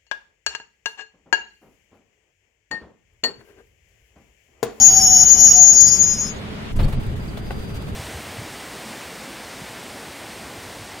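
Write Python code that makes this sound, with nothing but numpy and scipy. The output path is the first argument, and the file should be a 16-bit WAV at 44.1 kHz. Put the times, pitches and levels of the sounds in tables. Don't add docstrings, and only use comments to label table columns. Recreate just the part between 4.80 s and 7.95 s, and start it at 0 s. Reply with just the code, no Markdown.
import sys
import numpy as np
from scipy import signal
from scipy.fft import rfft, irfft
from scipy.io import wavfile
from scipy.ndimage import uniform_filter1d

SR = 44100
rng = np.random.default_rng(int(sys.argv[2]) if len(sys.argv) > 2 else 0)


def undo_db(level):
    steps = np.asarray(level, float) / 20
    return 10 ** steps


def unload_audio(sound):
    columns = np.transpose(np.atleast_2d(sound))
    steps = np.round(np.clip(columns, -1, 1) * 32767)
    wavfile.write(sys.argv[1], SR, steps.astype(np.int16))


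N = 138915
STOP_S = 1.92


def wander(width_hz):
    z = rng.standard_normal((2, N)) + 1j * rng.standard_normal((2, N))
    lowpass = 1 / (1 + (np.fft.fftfreq(N, 1 / SR) / width_hz) ** 4)
    z = np.fft.ifft(np.fft.fft(z) * lowpass)
    return z / np.sqrt(np.mean(abs(z) ** 2))


def evened(x):
    return x / np.sqrt(np.mean(x ** 2) + 1e-20)


def read(points, hz):
    f, value = np.transpose(points)
    return np.interp(np.log(hz + 1), np.log(f + 1), value)


def coloured(points, count):
    spectrum = rfft(rng.standard_normal((count, N)))
    return evened(irfft(spectrum * undo_db(read(points, np.fft.rfftfreq(N, 1 / SR))), N))


def modes(t, rows, fuzz, fuzz_hz, overtones=False):
    second_db, third_db, longest_edge_s, pan_db = -19, -25, .05, 3
    fast_fuzz, fast_times, port_apart = .45, 2.6, .5
    chance = wander(fuzz_hz) + fast_fuzz * wander(fast_times * fuzz_hz)
    common = np.sqrt(1 - port_apart ** 2) * chance[:1]
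    chance = common + port_apart * chance[1:] * np.array([[1], [-1]])
    out = np.zeros((2, N))
    for start, end, first_hz, last_hz, db in rows:
        edge = min(longest_edge_s, (end - start) / 5)
        on = (t > start - edge) & (t < end + edge)
        u = t[on]
        gate = np.clip(np.minimum(u - start, end - u) / edge / 2 + .5, 0, 1) ** 2
        hz = np.interp(u, [start, end], [first_hz, last_hz])
        turn = np.exp(2j * np.pi * (first_hz * u[0] + np.cumsum(hz) / SR))
        swing = (1 + fuzz * np.roll(chance, rng.integers(N), axis=1)[:, on]) * turn
        tone = swing
        if overtones and start < STOP_S:
            tone = swing + undo_db(second_db) * swing ** 2 + undo_db(third_db) * turn ** 3
        out[:, on] += undo_db(db) * gate * tone.real
    return out * undo_db(np.array([[.5], [-.5]]) * pan_db)


# time in seconds, left level in dB, right level in dB, half width in seconds.
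BRAKE_SWELLS = [(.025, -6.5, -16, 0.024), (.065, 0, -16.5, .03), (.095, -17, -10.5, 0.045),
                (.14, -8.5, -15, 0.018), (.178, -6.5, -15, 0.021), (.25, -9, -15.5, 0.035),
                (.278, -13, -9, 0.012), (.335, -7.5, -14, 0.052), (.37, -6, -10, 0.009),
                (.41, -5.5, -13, 0.028), (.432, -4.5, -11.5, 0.0057), (.475, -6.5, -13.5, 0.024),
                (.52, -2, -22, 0.028), (.545, -16, -18, .01), (.61, -8.5, -19, 0.042),
                (.655, -2, -12.5, 0.041), (.692, -8.5, -11.5, 0.0092), (.716, -10.5, -2.5, 0.0077),
                (.752, -5.5, -11, 0.018), (.82, -2, -13, 0.048), (.893, -3.5, -18, 0.043),
                (.925, -14, -12.5, .012), (.968, -9, -15.5, 0.023), (1.015, -2, -20, 0.049),
                (1.075, -10, -19.5, .03), (1.13, -9, -24, 0.04), (1.215, -6, -19.5, 0.026),
                (1.243, -11.5, -14, 0.008), (1.285, -13.5, -26, 0.045), (1.325, -16.5, -25.5, 0.029),
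                (1.405, -18.5, -24, 0.028), (1.435, -19.5, -32, 0.029), (1.5, -28, -40, 0.026),
                (1.57, -54, -48, 0.016)]


def squeal(t):
    pitch_hz, sag_from_s, sag_hz_per_s, waver_hz = 6685, 1.0, 22, 5
    level_db, octave_db = 0.1, -33.5
    fuzz, fuzz_hz, right_fuzz = .13, 32, 2.5
    skirt_db, skirt_fall_db_per_s, skirt_hz, skirt_below_hz = -19, 10, 110, 90
    hz = pitch_hz - sag_hz_per_s * np.maximum(t - sag_from_s, 0) + waver_hz * wander(24)[:1].real
    turn = np.exp(2j * np.pi * np.cumsum(hz, axis=1) / SR)
    skirt = undo_db(skirt_db - skirt_fall_db_per_s * t) * wander(skirt_hz)
    skirt = skirt * np.exp(-2j * np.pi * skirt_below_hz * t)
    swing = (1 + (fuzz * wander(fuzz_hz) + skirt) * np.array([[1], [right_fuzz]])) * turn
    power = np.zeros((2, N))
    for s, left_db, right_db, half_width_s in BRAKE_SWELLS:
        power += undo_db(np.array([[left_db], [right_db]])) ** 2 * np.exp(-2 * ((t - s) / half_width_s) ** 2)
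    level = undo_db(level_db) * np.sqrt(power)
    return np.sqrt(2) * level * (swing + undo_db(octave_db) * swing ** 2).real


# start in seconds, end in seconds, first pitch in Hz, last pitch in Hz, level in dB.
STEADY_MODES = [(.3, 1.25, 4896, 4896, -32), (-.1, .27, 4880, 4890, -33), (1.2, 1.49, 5510, 5500, -43),
                (.78, 1.03, 5730, 5790, -35), (1.2, 1.5, 5868, 5860, -39), (1.215, 1.42, 5095, 5095, -29),
                (1.42, 1.5, 5110, 5200, -32), (-.1, .28, 6378, 6372, -31), (.96, 1.12, 4896, 4896, -31),
                (1.2, 1.55, 4896, 4896, -44)]


def steady_wheels(t):
    return modes(t, STEADY_MODES, fuzz=.5, fuzz_hz=21, overtones=True)


# start in seconds, end in seconds, first pitch in Hz, last pitch in Hz, level in dB.
FLUTTERING_MODES = [(-.1, .27, 4815, 4790, -43), (-.1, .47, 5560, 5570, -33), (.2, .29, 5470, 5460, -29),
                    (.5, 1.2, 5500, 5520, -36), (.56, .8, 5660, 5735, -33), (.08, .75, 6530, 6500, -40),
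                    (.82, 1.06, 6110, 6190, -52), (.28, .5, 6370, 6350, -45), (.3, .45, 5470, 5480, -33),
                    (.48, .55, 5700, 5730, -35)]


def fluttering_wheels(t):
    return undo_db(9.5) * modes(t, FLUTTERING_MODES, fuzz=.9, fuzz_hz=32, overtones=True)


# start in seconds, end in seconds, first pitch in Hz, last pitch in Hz, level in dB.
THIN_MODES = [(.25, 1.46, 8480, 8470, -50), (-.1, .3, 9512, 9512, -50), (-.1, .45, 11946, 11940, -47),
              (-.1, .5, 14142, 14100, -58), (-.1, .55, 10304, 10350, -54), (.1, .6, 12650, 12750, -56),
              (.2, .6, 13200, 13150, -54), (.6, 1.1, 10379, 10380, -60), (.6, 1.2, 12645, 12645, -60),
              (-.1, .8, 3100, 2970, -50)]


def thin_wheels(t):
    return undo_db(3.0) * modes(t, THIN_MODES, fuzz=1.0, fuzz_hz=30)


# start in seconds, end in seconds, first pitch in Hz, last pitch in Hz, level in dB.
PASSING_MODES = [(1.058, 1.086, 6830, 6835, -19), (.54, .59, 6520, 6520, -27), (.3, .36, 6510, 6520, -31),
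                 (.4, .86, 4160, 4165, -52), (.89, 1.0, 5110, 5100, -50), (1.08, 1.17, 5210, 5190, -46),
                 (1.03, 1.2, 5790, 5830, -45), (1.22, 1.27, 5870, 5870, -35), (.8, 1.3, 14690, 14720, -57),
                 (1.0, 1.25, 10600, 10600, -57), (.25, .5, 12000, 12100, -56),
                 (.55, .95, 11350, 11420, -50), (1.03, 1.18, 8870, 8870, -62), (-.1, .4, 13100, 13100, -52)]


def passing_wheels(t):
    return modes(t, PASSING_MODES, fuzz=.5, fuzz_hz=30)


def swarm(t):
    count, low_hz, high_hz, until_s, hold_s = 30, 9400, 14300, 1.15, .3
    level_db, fall_db_per_s, spread_db = -52.5, 6, 7
    a, b, c, d = rng.random((count, 4)).T
    start = until_s * a ** 1.4 - .15
    end = start + hold_s * (.5 + c)
    hz = low_hz + (high_hz - low_hz) * b
    db = level_db - fall_db_per_s * start - spread_db * d
    rows = np.transpose([start, end, hz, hz + 120 * (d - .4), db])
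    return modes(t, rows, fuzz=1.5, fuzz_hz=35)


# time in seconds, pitch in Hz, level in dB.
MOTOR_WHINE = [(0.0, 775.7, -35), (0.436, 748.4, -32), (0.478, 753.5, -41.5), (0.676, 732, -40.5),
               (0.728, 736.6, -34), (0.944, 721.5, -42.5), (1.0, 722, -52.5), (1.08, 719, -48.5)]


def motor(t):
    s, hz, db = np.transpose(MOTOR_WHINE)
    turn = np.exp(2j * np.pi * np.cumsum(np.interp(t, s, hz)) / SR)
    ports = np.array([[2.1], [1.5 * np.exp(-1.6j)]])
    level = np.sqrt(2) * undo_db(np.interp(t, s, db, right=-90))
    return level * ((1 + 0.46 * wander(9.03)) * turn * ports).real


# frequency in Hz, level in dB.
ROLLING_SPECTRUM = [(15, -25.5), (28, -7), (180, -9.5), (340, -18.5), (1700, -25), (3600, -29.5),
                    (5000, -37.5), (16000, -60)]
RESTING_SPECTRUM = [(15, -9.5), (28, -4), (130, -7.5), (320, -19), (900, -28), (3400, -36), (5500, -45.5),
                    (16000, -55.5)]
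# pitch in Hz, bandwidth in Hz, level in dB.
MACHINE_HUMS = [(105, 22, -20), (210.7, 35, -1), (412.3, 82, -6)]
# frequency in Hz, left-right likeness from -1 to 1.
LIKENESS = [(60, 1), (240, 0.34), (950, -0.2), (3000, -0.01), (5500, -0.35), (9000, .93)]


def rolling_and_rest(t):
    rolling_db, resting_db, hum_db, roll_slope_db_per_s = -23.5, -20.5, -38, 1.5
    dip_s, dip_db, dip_low_hz, dip_high_hz = .042, -6, 400, 5000
    frames, hz = N // 256 + 5, np.fft.rfftfreq(1024, 1 / SR)
    s = np.arange(frames) * 256 / SR
    a, b, c, d, patches = rng.standard_normal((frames, 513, 5)).T
    patches = uniform_filter1d(patches, size=14, axis=0)
    patches = evened(uniform_filter1d(patches, size=8, axis=1))
    flicker = evened(uniform_filter1d(rng.standard_normal(frames), size=3))
    flicker = flicker * np.clip(hz / 6000, 0, 1)[:, None]

    same = np.clip(read(LIKENESS, hz), -1, 1)[:, None]
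    left = a + 1j * b
    z = np.array([left, same * left + np.sqrt(1 - same ** 2) * (c + 1j * d)])

    def shape(points, level_db):
        db = read(points, hz)
        return (level_db + db - 10 * np.log10(np.mean(undo_db(db) ** 2)))[:, None]

    rolling = shape(ROLLING_SPECTRUM, rolling_db) + roll_slope_db_per_s * (STOP_S - s)
    resting = shape(RESTING_SPECTRUM, resting_db) + 1.9 * flicker
    field = np.where(s < STOP_S, rolling, resting)
    dip_band = ((hz > dip_low_hz) & (hz < dip_high_hz))[:, None]
    field += dip_db * ((s > STOP_S) & (s < STOP_S + dip_s)) * dip_band
    z = z * undo_db(field + 1.1 * patches)
    out = 10.0 * signal.istft(z, nperseg=1024, noverlap=768)[1][:, :N] / 513
    hums = np.zeros((1, N))
    for f, width_hz, db in MACHINE_HUMS:
        hums += undo_db(db) * (wander(width_hz / 2)[:1] * np.exp(2j * np.pi * f * t)).real
    return out + undo_db(hum_db) * hums


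# time in seconds, level in dB.
JOLT_LEVEL = [
    (1.9, -45),
    (1.976, -20.5),
    (2.051, -13.5),
    (2.083, -24),
    (2.126, -28),
    (2.188, -17.5),
    (2.218, -41),
    (2.282, -23.5),
    (2.4, -34.5),
]
# frequency in Hz, density in dB per Hz.
JOLT_SPECTRUM = [(12, -30), (20, 10.5), (54, -13.5), (112, -3), (330, -24.5), (604, -38.5), (900, -43.5),
                 (1170, -62.5), (1980, -120)]


def jolt(t):
    s, db = np.transpose(JOLT_LEVEL)
    lumps = coloured(JOLT_SPECTRUM, count=2)
    level = undo_db(np.interp(t, s, db, left=-90, right=-90) + 1.5)
    return level * (lumps[0] + .15 * lumps[1] * [[1], [-1]])


# time in seconds, peak in dB, length in seconds, treble in dB.
RATTLE_HITS = [(1.96, -30, 0.0277, -2.5), (1.987, -15, 0.038, -26), (2.0284, -27.5, 0.015, -5),
               (2.04, -22, 0.029, -13), (2.079, -25, 0.028, -10), (2.123, -19, 0.022, -20.5),
               (2.194, -29, 0.025, -13.5), (2.262, -33.5, 0.015, -6), (2.47, -49, 0.016, -3),
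               (2.541, -52, 0.025, 2), (2.5705, -19, 0.015, -23), (2.6594, -36, 0.015, -11),
               (2.706, -22.5, 0.02, -33), (2.938, -28.5, 0.025, -11.5), (3.021, -25, 0.011, -13),
               (3.077, -30, 0.03, -12.5)]
# frequency in Hz, density in dB per Hz.
DULL_SPECTRUM = [(200, -19), (550, 4), (1300, -7.5), (4000, -13.5), (6000, -28)]
BRIGHT_SPECTRUM = [(3000, -29), (5000, -3), (10000, -1.5), (16000, -6.5)]


def rattles(t):
    dull, bright = coloured(DULL_SPECTRUM, count=2), coloured(BRIGHT_SPECTRUM, count=1)
    out = np.zeros((2, N))
    for s, db, length_s, treble_db in RATTLE_HITS:
        u = np.maximum(t - s, 0) / (length_s / 3.0)
        puff = undo_db(db - 14.0) * u * np.exp(1 - u)
        out += puff * (dull + 0.14 * dull[::-1] + undo_db(treble_db) * bright)
    return out


# start in seconds, end in seconds, first pitch in Hz, last pitch in Hz, level in dB.
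REST_SQUEAKS = [(2.39, 2.46, 4830, 4840, -66), (2.478, 2.505, 4800, 4750, -58),
                (2.478, 2.505, 4500, 4520, -62), (2.66, 2.685, 4900, 4900, -62),
                (2.034, 2.05, 4400, 4400, -50), (2.565, 2.58, 3500, 3500, -58)]


def squeaks(t):
    return modes(t, REST_SQUEAKS, fuzz=3.3, fuzz_hz=90)


def ping(t):
    start_s, pitch_hz, level_db, t60_s = 2.081, 1155, -33, 0.04
    u = np.maximum(t - start_s, 0)
    return undo_db(level_db - 60 * u / t60_s) * np.sin(2 * np.pi * pitch_hz * u)


# start in seconds, end in seconds, first pitch in Hz, last pitch in Hz, level in dB.
REST_WHISTLE = [
    (2.11, 2.35, 4755, 4755, -60),
    (2.5, 3.2, 4755, 4750, -61),
    (2.61, 3.05, 4755, 4750, -56),
]


def whistle(t):
    return modes(t, REST_WHISTLE, fuzz=0.18, fuzz_hz=17)


# pitch in Hz, level in dB, t60 in seconds.
KNOCK_MODES = [(520, -29, .03), (780, -25, .035), (1120, -31, .025), (1500, -27, .022), (1950, -28, .02),
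               (2600, -33, .015)]


def knock(t):
    u = np.maximum(t - 2.7075, 0)
    body = sum(undo_db(db - 60 * u / t60_s) * np.sin(2 * np.pi * hz * u) for hz, db, t60_s in KNOCK_MODES)
    return np.array([body * undo_db(1.5), np.roll(body, 4) * undo_db(-1.0)])


def scene():
    t = np.arange(N) / SR
    wheels = squeal(t) + steady_wheels(t) + fluttering_wheels(t) + thin_wheels(t)
    wheels = wheels + passing_wheels(t) + swarm(t)
    train = motor(t) + rolling_and_rest(t)
    settling = jolt(t) + rattles(t) + squeaks(t) + ping(t)
    return wheels + train + settling + whistle(t) + knock(t)


def low_pass(x):
    return signal.sosfilt(signal.butter(12, 20000, fs=SR, output="sos"), x)


def record(dry):
    sag, knee, ceiling = 0.01, .05, .98
    mask_db, mask_from_hz, edge_hz, edge_db = -57.5, 4950, 15800, -33.0
    bent = dry - sag * dry ** 3 - knee * np.clip(dry, -1, 1) ** 7
    clipped = np.clip(bent, -ceiling, ceiling)
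    hz, _, z = signal.stft(clipped, SR, nperseg=1024, noverlap=768)
    size = uniform_filter1d(uniform_filter1d(abs(z), size=5, axis=1), size=3, axis=2)
    loudest = abs(z).max(axis=(0, 1))
    keep = np.clip(4.0 * np.log(size / (undo_db(mask_db) * loudest) + 1e-9) + .5, 0, 1)
    z = z * np.where((hz > mask_from_hz)[:, None], keep, 1)
    z = z * np.where(hz < edge_hz, 1, undo_db(edge_db))[:, None]
    mix = signal.istft(z, SR, nperseg=1024, noverlap=768)[1][:, :N]
    return low_pass(mix)


dry = scene()
out = record(dry)
unload_audio(out)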